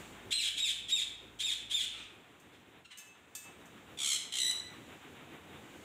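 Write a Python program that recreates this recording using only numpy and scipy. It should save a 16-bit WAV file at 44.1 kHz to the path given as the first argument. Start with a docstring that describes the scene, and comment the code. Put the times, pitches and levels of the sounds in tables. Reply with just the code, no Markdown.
"""Inside a hard-walled room, a macaw in a steel cage: the microphone hears the room almost as strongly as the bird.
A restless background and a low hum come first; then five squawks, each a clear whistle over a lower,
hoarse voice that rises into it and tumbles out of it. After a soft mutter the hum stops; more mutters follow
as claws ring the cage steel, the bird shifting along its perch. Last comes a rattling call in two parts,
its voice chopped into bursts, the second part turning clear an octave up. The background carries on to the end."""
import sys
import numpy as np
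from scipy import signal
from scipy.fft import rfft, irfft, next_fast_len
from scipy.io import wavfile
from scipy.ndimage import map_coordinates

SR = 44100
rng = np.random.default_rng(int(sys.argv[2]) if len(sys.argv) > 2 else 0)


def pcm_store(signal):
    """Save signal as 16-bit PCM."""
    levels = np.round(np.clip(np.atleast_2d(signal), -1, 1) * 32767)
    wavfile.write(sys.argv[1], SR, levels.astype(np.int16).T)


N = 257720
T = np.arange(N) / SR
TOP_HZ = 15600  # nothing is kept above this

# Background level over time. Each row: time in seconds, level in dB.
BACKGROUND_LEVEL = [(0.0, -54), (0.31, -57), (0.34, -66.5), (1.38, -62), (1.54, -64.5), (2.8, -62),
                    (2.9, -71.5), (3.19, -64), (3.43, -66), (3.46, -59), (4.02, -59), (4.09, -63.5),
                    (4.73, -56.5), (5.78, -55.5)]
# Hiss level over time. Each row: time in seconds, level in dB.
HISS_LEVEL = [(0, -58.5), (.3, -69.5), (2.2, -74), (2.8, -77.5), (3.8, -71), (4.9, -67.5), (5.4, -71.5),
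              (5.84, -64.5)]
# Colour of the low rumble. Each row: frequency in Hz, relative level in dB.
RUMBLE_SPECTRUM = [(25, -21), (50, -19), (85, -1.5), (130, -3.5), (300, -0.5), (500, -5), (700, -14),
                   (1500, -34.5)]
# Colour of the softer rush. Each row: frequency in Hz, relative level in dB.
RUSH_SPECTRUM = [(300, -35), (700, 2.5), (1500, 0.5), (2600, -0.5), (3800, -4), (4500, -29), (8000, -27)]
# Colour of the hiss. Each row: frequency in Hz, relative level in dB.
HISS_SPECTRUM = [(2000, -41), (4200, 5), (5200, -0.5), (7300, 10.5), (10000, -2.5), (12000, -12),
                 (15000, -1.5)]
# Tones of the hum. Each row: frequency in Hz, rms level in dB.
HUM_TONES = [(53.8, -69), (107.7, -71.5)]
# Reverberation of the room. Each row: frequency in Hz, time to fall 60 dB in seconds.
ROOM_DECAY = [(500, 0.75), (2000, 0.89), (3700, 0.6), (7500, 0.47), (14000, 0.39)]
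# Claws on the cage. Each row: start in seconds, relative strength in dB.
CLAW_TAPS = [(2.3987, -54.5), (2.974, -41.5), (2.9844, -37.5), (3.3513, -29), (3.6566, -50)]
# Ringing modes of the cage. Each row: frequency in Hz, relative level in dB, time to fall 60 dB in seconds.
STEEL_MODES = [(1730, -9.5, 0.6), (2620, -3.5, 0.62), (2625, -18, 0.67), (3547, -8.5, 0.37),
               (3610, -4, 0.29), (4660, -11, 0.28), (6340, 5.5, 0.1), (6660, -20, 0.31), (7617, -7, 0.41),
               (8320, 1, 0.27), (11500, -23, 0.26), (12890, -8, 0.14), (13400, -1.5, 0.15),
               (13800, -6.5, .25)]
# Throat and open beak. Each row: frequency in Hz, gain in dB.
OPEN_THROAT = [(500, -79), (1550, -21), (2000, -15.5), (2500, -8.5), (2900, -4), (3400, 3), (4000, -2.5),
               (4250, -13), (4550, -16.5), (5150, -14), (6000, -16.5), (7400, -10), (9500, -16.5),
               (12500, -37.5), (14000, -24), (15500, -42)]
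# Throat with the beak wide open. Each row: frequency in Hz, gain in dB.
WIDE_OPEN_THROAT = [(500, -102), (1300, -10), (2050, -12.5), (2500, -4.5), (3200, 1.5), (4100, 1.5),
                    (4600, -13.5), (6200, -3), (8200, 1), (8800, -13), (10200, -8), (12400, -25),
                    (13800, -20), (15500, -30)]
# Throat with the beak nearly closed. Each row: frequency in Hz, gain in dB.
NEARLY_CLOSED_THROAT = [(500, -32), (1300, -3), (1800, -1), (2700, 4), (3800, 2), (4800, -12), (8500, -9),
                        (11000, -30), (15000, -28)]
# Soft mutters. Each row: start in seconds, length in seconds, first pitch in Hz, last pitch in Hz,
# relative level in dB, roughness 0-1.
MUTTER_CALLS = [(1.908, 0.17, 1371, 1155, -49.5, 0.92), (2.516, 0.064, 890, 807, -61.5, 0.9),
                (2.845, 0.025, 1400, 1315, -51.5, 0.5), (2.901, 0.042, 1082, 921, -49.5, 0.7)]
# Rattling calls. 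Each row: start in seconds, end in seconds, low-register pitch in Hz, share of the pitch
# lost by the end, relative level in dB, swell in dB, attack in seconds, release in seconds,
# flap rate in Hz, clearness of the later part 0-1.
RATTLE_CALLS = [(3.973, 4.175, 1176, .135, -32.5, 1.5, 0.019, 0.033, 69.87, 0.04),
                (4.322, 4.526, 1020, .035, -31.5, -2.5, 0.003, .014, 63.7, 0.98)]
# Squawks. Each row: start, whistle start, whistle break and end in seconds, whistle pitch in Hz,
# relative onset, whistle and fall levels in dB, whistle roughness 0-1.
SQUAWK_CALLS = [(0.307, 0.336, 0.38, 0.49, 4114, -28, -28, -28.5, 0.21),
                (0.566, 0.603, 0.64, .72, 3800, -33.5, -28.5, -29, 0.09),
                (0.882, .921, 0.96, 1.03, 3746, -35.5, -27, -31, 0.02),
                (1.389, 1.434, 1.463, 1.54, 3707, -34.5, -29, -30.5, 0.2),
                (1.698, 1.743, 1.76, 1.855, 3592, -36.5, -27.2, -32, 0.15)]

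# rumble over the background level; mean level of the rush; the rush's share of the background's swings
RUMBLE_DB, RUSH_DB, RUSH_FOLLOWS = 0.14, -61, 0.85

DEPTH_START, DEPTH_END = 0.84, 0.44  # rattle depth 0-1: the bursts run together as the call goes on
ROUGH_START, ROUGH_END = 1.05, 0.516  # roughness eases too
RATTLE_EDGE_DB = 12  # depth of attack and release
BEAK_OPENS_S = 0.088  # from open to wide open
# when and how fast the voice jumps an octave to a clear tone, and leaves it
CLEAR_AFTER_S, CLEAR_BUILD_S, CLEAR_FADE_S = 0.0536, 0.045, 0.027
# the clear tone is louder, loses this share of roughness, and the beak narrows by this share
CLEAR_DB, CLEAR_SMOOTHS, CLEAR_SHUTS = 3, 0.652, 0.74

# squawk pitches are shares of the whistle pitch
UPPER_RISE, UPPER_SAG, UPPER_DROP = 0.18, 0.018, 0.065  # climb, sag while it holds, drop after the break
LOWER_BOTTOM, LOWER_TOP = 0.41, 0.72  # range of the lower voice
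SQUAWK_ATTACK_S, SQUAWK_ATTACK_DB = 0.016, 14  # swell at the start
SWITCH_S, TUMBLE_S = 0.0074, 0.06  # change between hoarse and clear; fall of the lower voice
TUMBLE_CURVE = 1.5  # the fall gathers speed
RASP_AFTER_S, RASP_BUILD_S = 0.038, 0.019  # after the break both voices turn to a rasp
UPPER_FALL_DB, UPPER_RASP_DB = -5, -7  # upper voice in the tumble and the rasp, over the fall level
# lower voice over the level of each phase
LOWER_ONSET_DB, LOWER_HOLD_DB, LOWER_FALL_DB, LOWER_RASP_DB = 0.5, -37, -2.5, -5.5
ONSET_ROUGH, TUMBLE_ROUGH, RASP_ROUGH = 0.854, 0.376, 0.98  # roughness 0-1
BREATH = 0.93  # escaping air, which grows with roughness


def amp(db):
    """Decibels to gain."""
    return 10 ** (np.asarray(db) / 20)


def unit(x):
    """Scale to rms 1."""
    return x / np.sqrt(np.mean(x ** 2) + 1e-20)


def ramp(x):
    """0 below 0, 1 above 1, straight between."""
    return np.clip(x, 0, 1)


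def blend(a, b, share):
    """From a at share 0 to b at share 1."""
    return a + (b - a) * share


def along(points, hz):
    """Read (Hz, value) points on a log frequency axis."""
    f, v = np.transpose(points)
    return np.interp(np.log(hz + 1), np.log(f), v)


def level_curve(points):
    """Read (seconds, dB) points at every sample."""
    seconds, db = np.transpose(points)
    return np.interp(T, seconds, db)


def wobble(rate, t):
    """A smooth random curve, rate knots a second."""
    return map_coordinates(rng.standard_normal(8192), [(t - t[0]) * rate], mode="mirror")


def filtered(x, response):
    """x times a response of frequency."""
    m = next_fast_len(N + 8192)
    hz = np.fft.rfftfreq(m, 1 / SR)
    return irfft(rfft(x, m) * response(hz), m)[:N]


def coloured(x, spectrum):
    """x through a (Hz, dB) spectrum."""
    return filtered(x, lambda hz: amp(along(spectrum, hz)))


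def coloured_noise(spectrum):
    """Noise of rms 1 with a (Hz, dB) spectrum."""
    return unit(coloured(rng.standard_normal(N), spectrum))


def during(start, end):
    """Sample indices of a stretch of time."""
    return np.flatnonzero((T >= start) & (T < end))


def background():
    """Restless rumble, a softer rush that swells with it, hiss, and a low hum that cuts out."""
    level_db = level_curve(BACKGROUND_LEVEL)
    rumble_db = level_db + RUMBLE_DB + 2.0 * wobble(26, T)
    rumble = amp(rumble_db) * coloured_noise(RUMBLE_SPECTRUM)
    rush_db = RUSH_DB + RUSH_FOLLOWS * (level_db - level_db.mean()) + 1.7 * wobble(22.066, T)
    rush = amp(rush_db) * coloured_noise(RUSH_SPECTRUM)
    hiss = amp(level_curve(HISS_LEVEL)) * coloured_noise(HISS_SPECTRUM)
    hum = sum(amp(db) * np.sqrt(2) * np.sin(2 * np.pi * hz * T) for hz, db in HUM_TONES)
    hum_gate = ramp((2.1 - T) / 0.044)  # silent from 2.1 s
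    return rumble + rush + hiss + hum * hum_gate


def room(x, wet_db, build=0.0014, far_wall=0.0895, far_wall_db=-14):
    """A diffuse tail that builds up and dies by band, with one more swell from the far wall (times in s)."""
    hz, t, z = signal.stft(rng.standard_normal(SR), SR, nperseg=256)
    decay = amp(-60 * t / along(ROOM_DECAY, hz)[:, None])
    tail = signal.istft(z * decay, SR, nperseg=256)[1]
    t = np.arange(len(tail)) / SR
    tail = tail * (1 - np.exp(-t / build))
    slap = rng.standard_normal(len(t)) * np.exp(-((t - far_wall) / 0.0062) ** 2)
    response = tail / np.linalg.norm(tail) + amp(far_wall_db) * slap / np.linalg.norm(slap)
    return x + amp(wet_db) * signal.fftconvolve(x, response)[:N]


def cage():
    """Each claw tap is a short bright scrape and a ring of the steel's decaying modes."""
    ring, scrape = np.zeros(N), np.zeros(N)
    for start, db in CLAW_TAPS:
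        i = during(start, start + 1)
        t = T[i] - start
        for hz, level, t60 in STEEL_MODES:
            # every tap excites the modes a little differently
            mode_db = level + 2 * rng.standard_normal() - 60 * t / t60
            ring[i] += amp(db - 21.5) * amp(mode_db) * np.sin(2 * np.pi * hz * t)
        scrape[i] += amp(db - 7.5 - 60 * t / 0.093) * rng.standard_normal(len(t))
    scrape_spectrum = [(500, -22), (2500, -6.0), (5000, -4.5), (7300, 7.5), (10500, -7), (14000, -8)]
    return ring + coloured(scrape, scrape_spectrum)


def syrinx(t, pitch, low, rough, order, jitter=0.0421, flutter=0.0049, breath=0.87, scatter=1.0):
    """Membrane harmonics; as the low register fades only every order-th one is left."""
    rough, low = ramp(rough), ramp(low)
    hz = pitch * (1 + jitter * rough * wobble(700, t) + flutter * wobble(152.0, t))
    phase = 2 * np.pi * np.cumsum(hz) / SR
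    k = np.arange(1, 25)[:, None]  # harmonic numbers
    # an irregular membrane lets each harmonic slip in phase on its own
    wander = np.array([wobble(447.2, t) for _ in k])
    slip = rng.uniform(0, 2 * np.pi, k.shape) + scatter * rough * wander
    weight = np.where(k % order == 0, 1, low) * (k * hz < TOP_HZ)
    harmonics = np.sum(weight * np.sin(k * phase + slip), axis=0)
    tone = np.sqrt(2) * harmonics / np.sqrt(1 + low ** 2)
    # turbulent air, strongest once a cycle
    air = rng.standard_normal(len(t)) * (1 + np.cos(phase) / 2) * np.sqrt(8)
    fade = ramp(np.minimum(t - t[0], t[-1] - t) / 0.00048)
    return fade * (tone * np.sqrt(1 - rough ** 2 / 2) + breath * rough * air)


def mutters():
    """Quiet falling croaks through a nearly closed beak."""
    out = np.zeros(N)
    for start, length, first_hz, last_hz, db, rough in MUTTER_CALLS:
        i = during(start, start + length)
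        swell = np.sqrt(np.hanning(len(i)))
        pitch = np.linspace(first_hz, last_hz, len(i))
        out[i] += amp(db - 6) * swell * syrinx(T[i], pitch, 0.99, rough, order=1)
    return coloured(out, NEARLY_CLOSED_THROAT)


def rattles(swing=0.095, gap_db=19, stray=0.049):
    """A slow flap chops the voice into bursts, each sliding up in pitch; the beak opens and brightens it."""
    out, beak = np.zeros(N), np.zeros(N)
    for start, end, hz, sag, db, swell_db, attack, release, rate_hz, clearness in RATTLE_CALLS:
        i = during(start, end)
        age, left = T[i] - start, end - T[i]
        progress = age / (end - start)
        clear = ramp(clearness) * ramp((age - CLEAR_AFTER_S) / CLEAR_BUILD_S) * ramp(left / CLEAR_FADE_S)
        rough = blend(ROUGH_START, ROUGH_END, progress) * (1 - CLEAR_SMOOTHS * clear)
        depth = blend(DEPTH_START, DEPTH_END, progress)
        edge_db = RATTLE_EDGE_DB * (ramp(age / attack) * ramp(left / release) - 1)
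        level_db = db + swell_db * progress + CLEAR_DB * clear + edge_db
        cycle = age * rate_hz % 1
        opening = np.sin(np.pi * cycle ** 0.36)
        # rough bursts each land on a pitch of their own
        burst_bend = swing * depth * (cycle - 0.5) + stray * rough * wobble(rate_hz, T[i])
        pitch = hz * (1 - sag * progress) * (1 + burst_bend)
        # with every second harmonic left, the clear tone is an octave up
        voice = syrinx(T[i], pitch, 1 - clear, rough, order=2, breath=0.35)
        out[i] = amp(level_db + gap_db * depth * (opening - 1)) * voice
        beak[i] = ramp(age / BEAK_OPENS_S) * (1 - CLEAR_SHUTS * clear)
    return coloured(out * beak, WIDE_OPEN_THROAT) + coloured(out * (1 - beak), OPEN_THROAT)


def squawks():
    """Two voices: the lower sinks far under the held whistle, then returns and tumbles down into a rasp."""
    out = np.zeros(N)
    for start, lock, split, end, hz, onset_db, whistle_db, fall_db, whistle_rough in SQUAWK_CALLS:
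        i = during(start, end)
        t = T[i]
        rise = ramp((t - start) / (lock - start))
        hold = ramp((t - lock) / (split - lock))
        tumble = ramp((t - split) / TUMBLE_S)
        locked = ramp((t - lock) / SWITCH_S + 0.5)
        broken = ramp((t - split) / SWITCH_S + 0.5)
        rasp = ramp((t - split - RASP_AFTER_S) / RASP_BUILD_S)

        def by_phase(onset, whistle, fall, tail):
            """A value that moves through the four phases of the squawk."""
            until_break = blend(onset, whistle, locked)
            return blend(blend(until_break, fall, broken), tail, rasp)

        attack_db = SQUAWK_ATTACK_DB * (ramp((t - start) / SQUAWK_ATTACK_S) - 1)
        upper_db = attack_db + by_phase(
            onset_db, whistle_db, fall_db + UPPER_FALL_DB, fall_db + UPPER_RASP_DB)
        lower_db = attack_db + by_phase(
            onset_db + LOWER_ONSET_DB, whistle_db + LOWER_HOLD_DB,
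            fall_db + LOWER_FALL_DB, fall_db + LOWER_RASP_DB)
        rough = by_phase(ONSET_ROUGH, whistle_rough, TUMBLE_ROUGH, RASP_ROUGH)
        upper = 1 - UPPER_RISE * (1 - rise) - UPPER_SAG * hold ** 2 - UPPER_DROP * np.sqrt(tumble)
        lower = blend(LOWER_BOTTOM, LOWER_TOP, rise - tumble ** TUMBLE_CURVE)
        # the upper voice's strength shakes, more in a rougher whistle
        quaver_db = 5 * np.sqrt(abs(whistle_rough)) * wobble(138.5, t)
        breath = BREATH * rough
        upper_voice = syrinx(t, hz * upper, 0, rough, order=1, breath=breath)
        lower_voice = syrinx(t, hz * lower, 0, rough + 0.083, order=1, jitter=0.0568, breath=breath)
        out[i] += amp(upper_db + quaver_db) * upper_voice + amp(lower_db) * lower_voice
    return coloured(out, OPEN_THROAT)


def scene():
    """Bird and cage sound in the room, over the background."""
    quiet = room(mutters() + cage(), wet_db=-2.5)
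    calls = amp(-0.5) * room(rattles(), wet_db=-3.5) + amp(-3.5) * room(squawks(), wet_db=-2)
    return (background() + quiet + calls)[None]


def record(dry):
    """One microphone channel, with nothing kept above the band limit."""
    return filtered(dry[0], lambda hz: hz < TOP_HZ)[None]


dry = scene()
out = record(dry)
pcm_store(out)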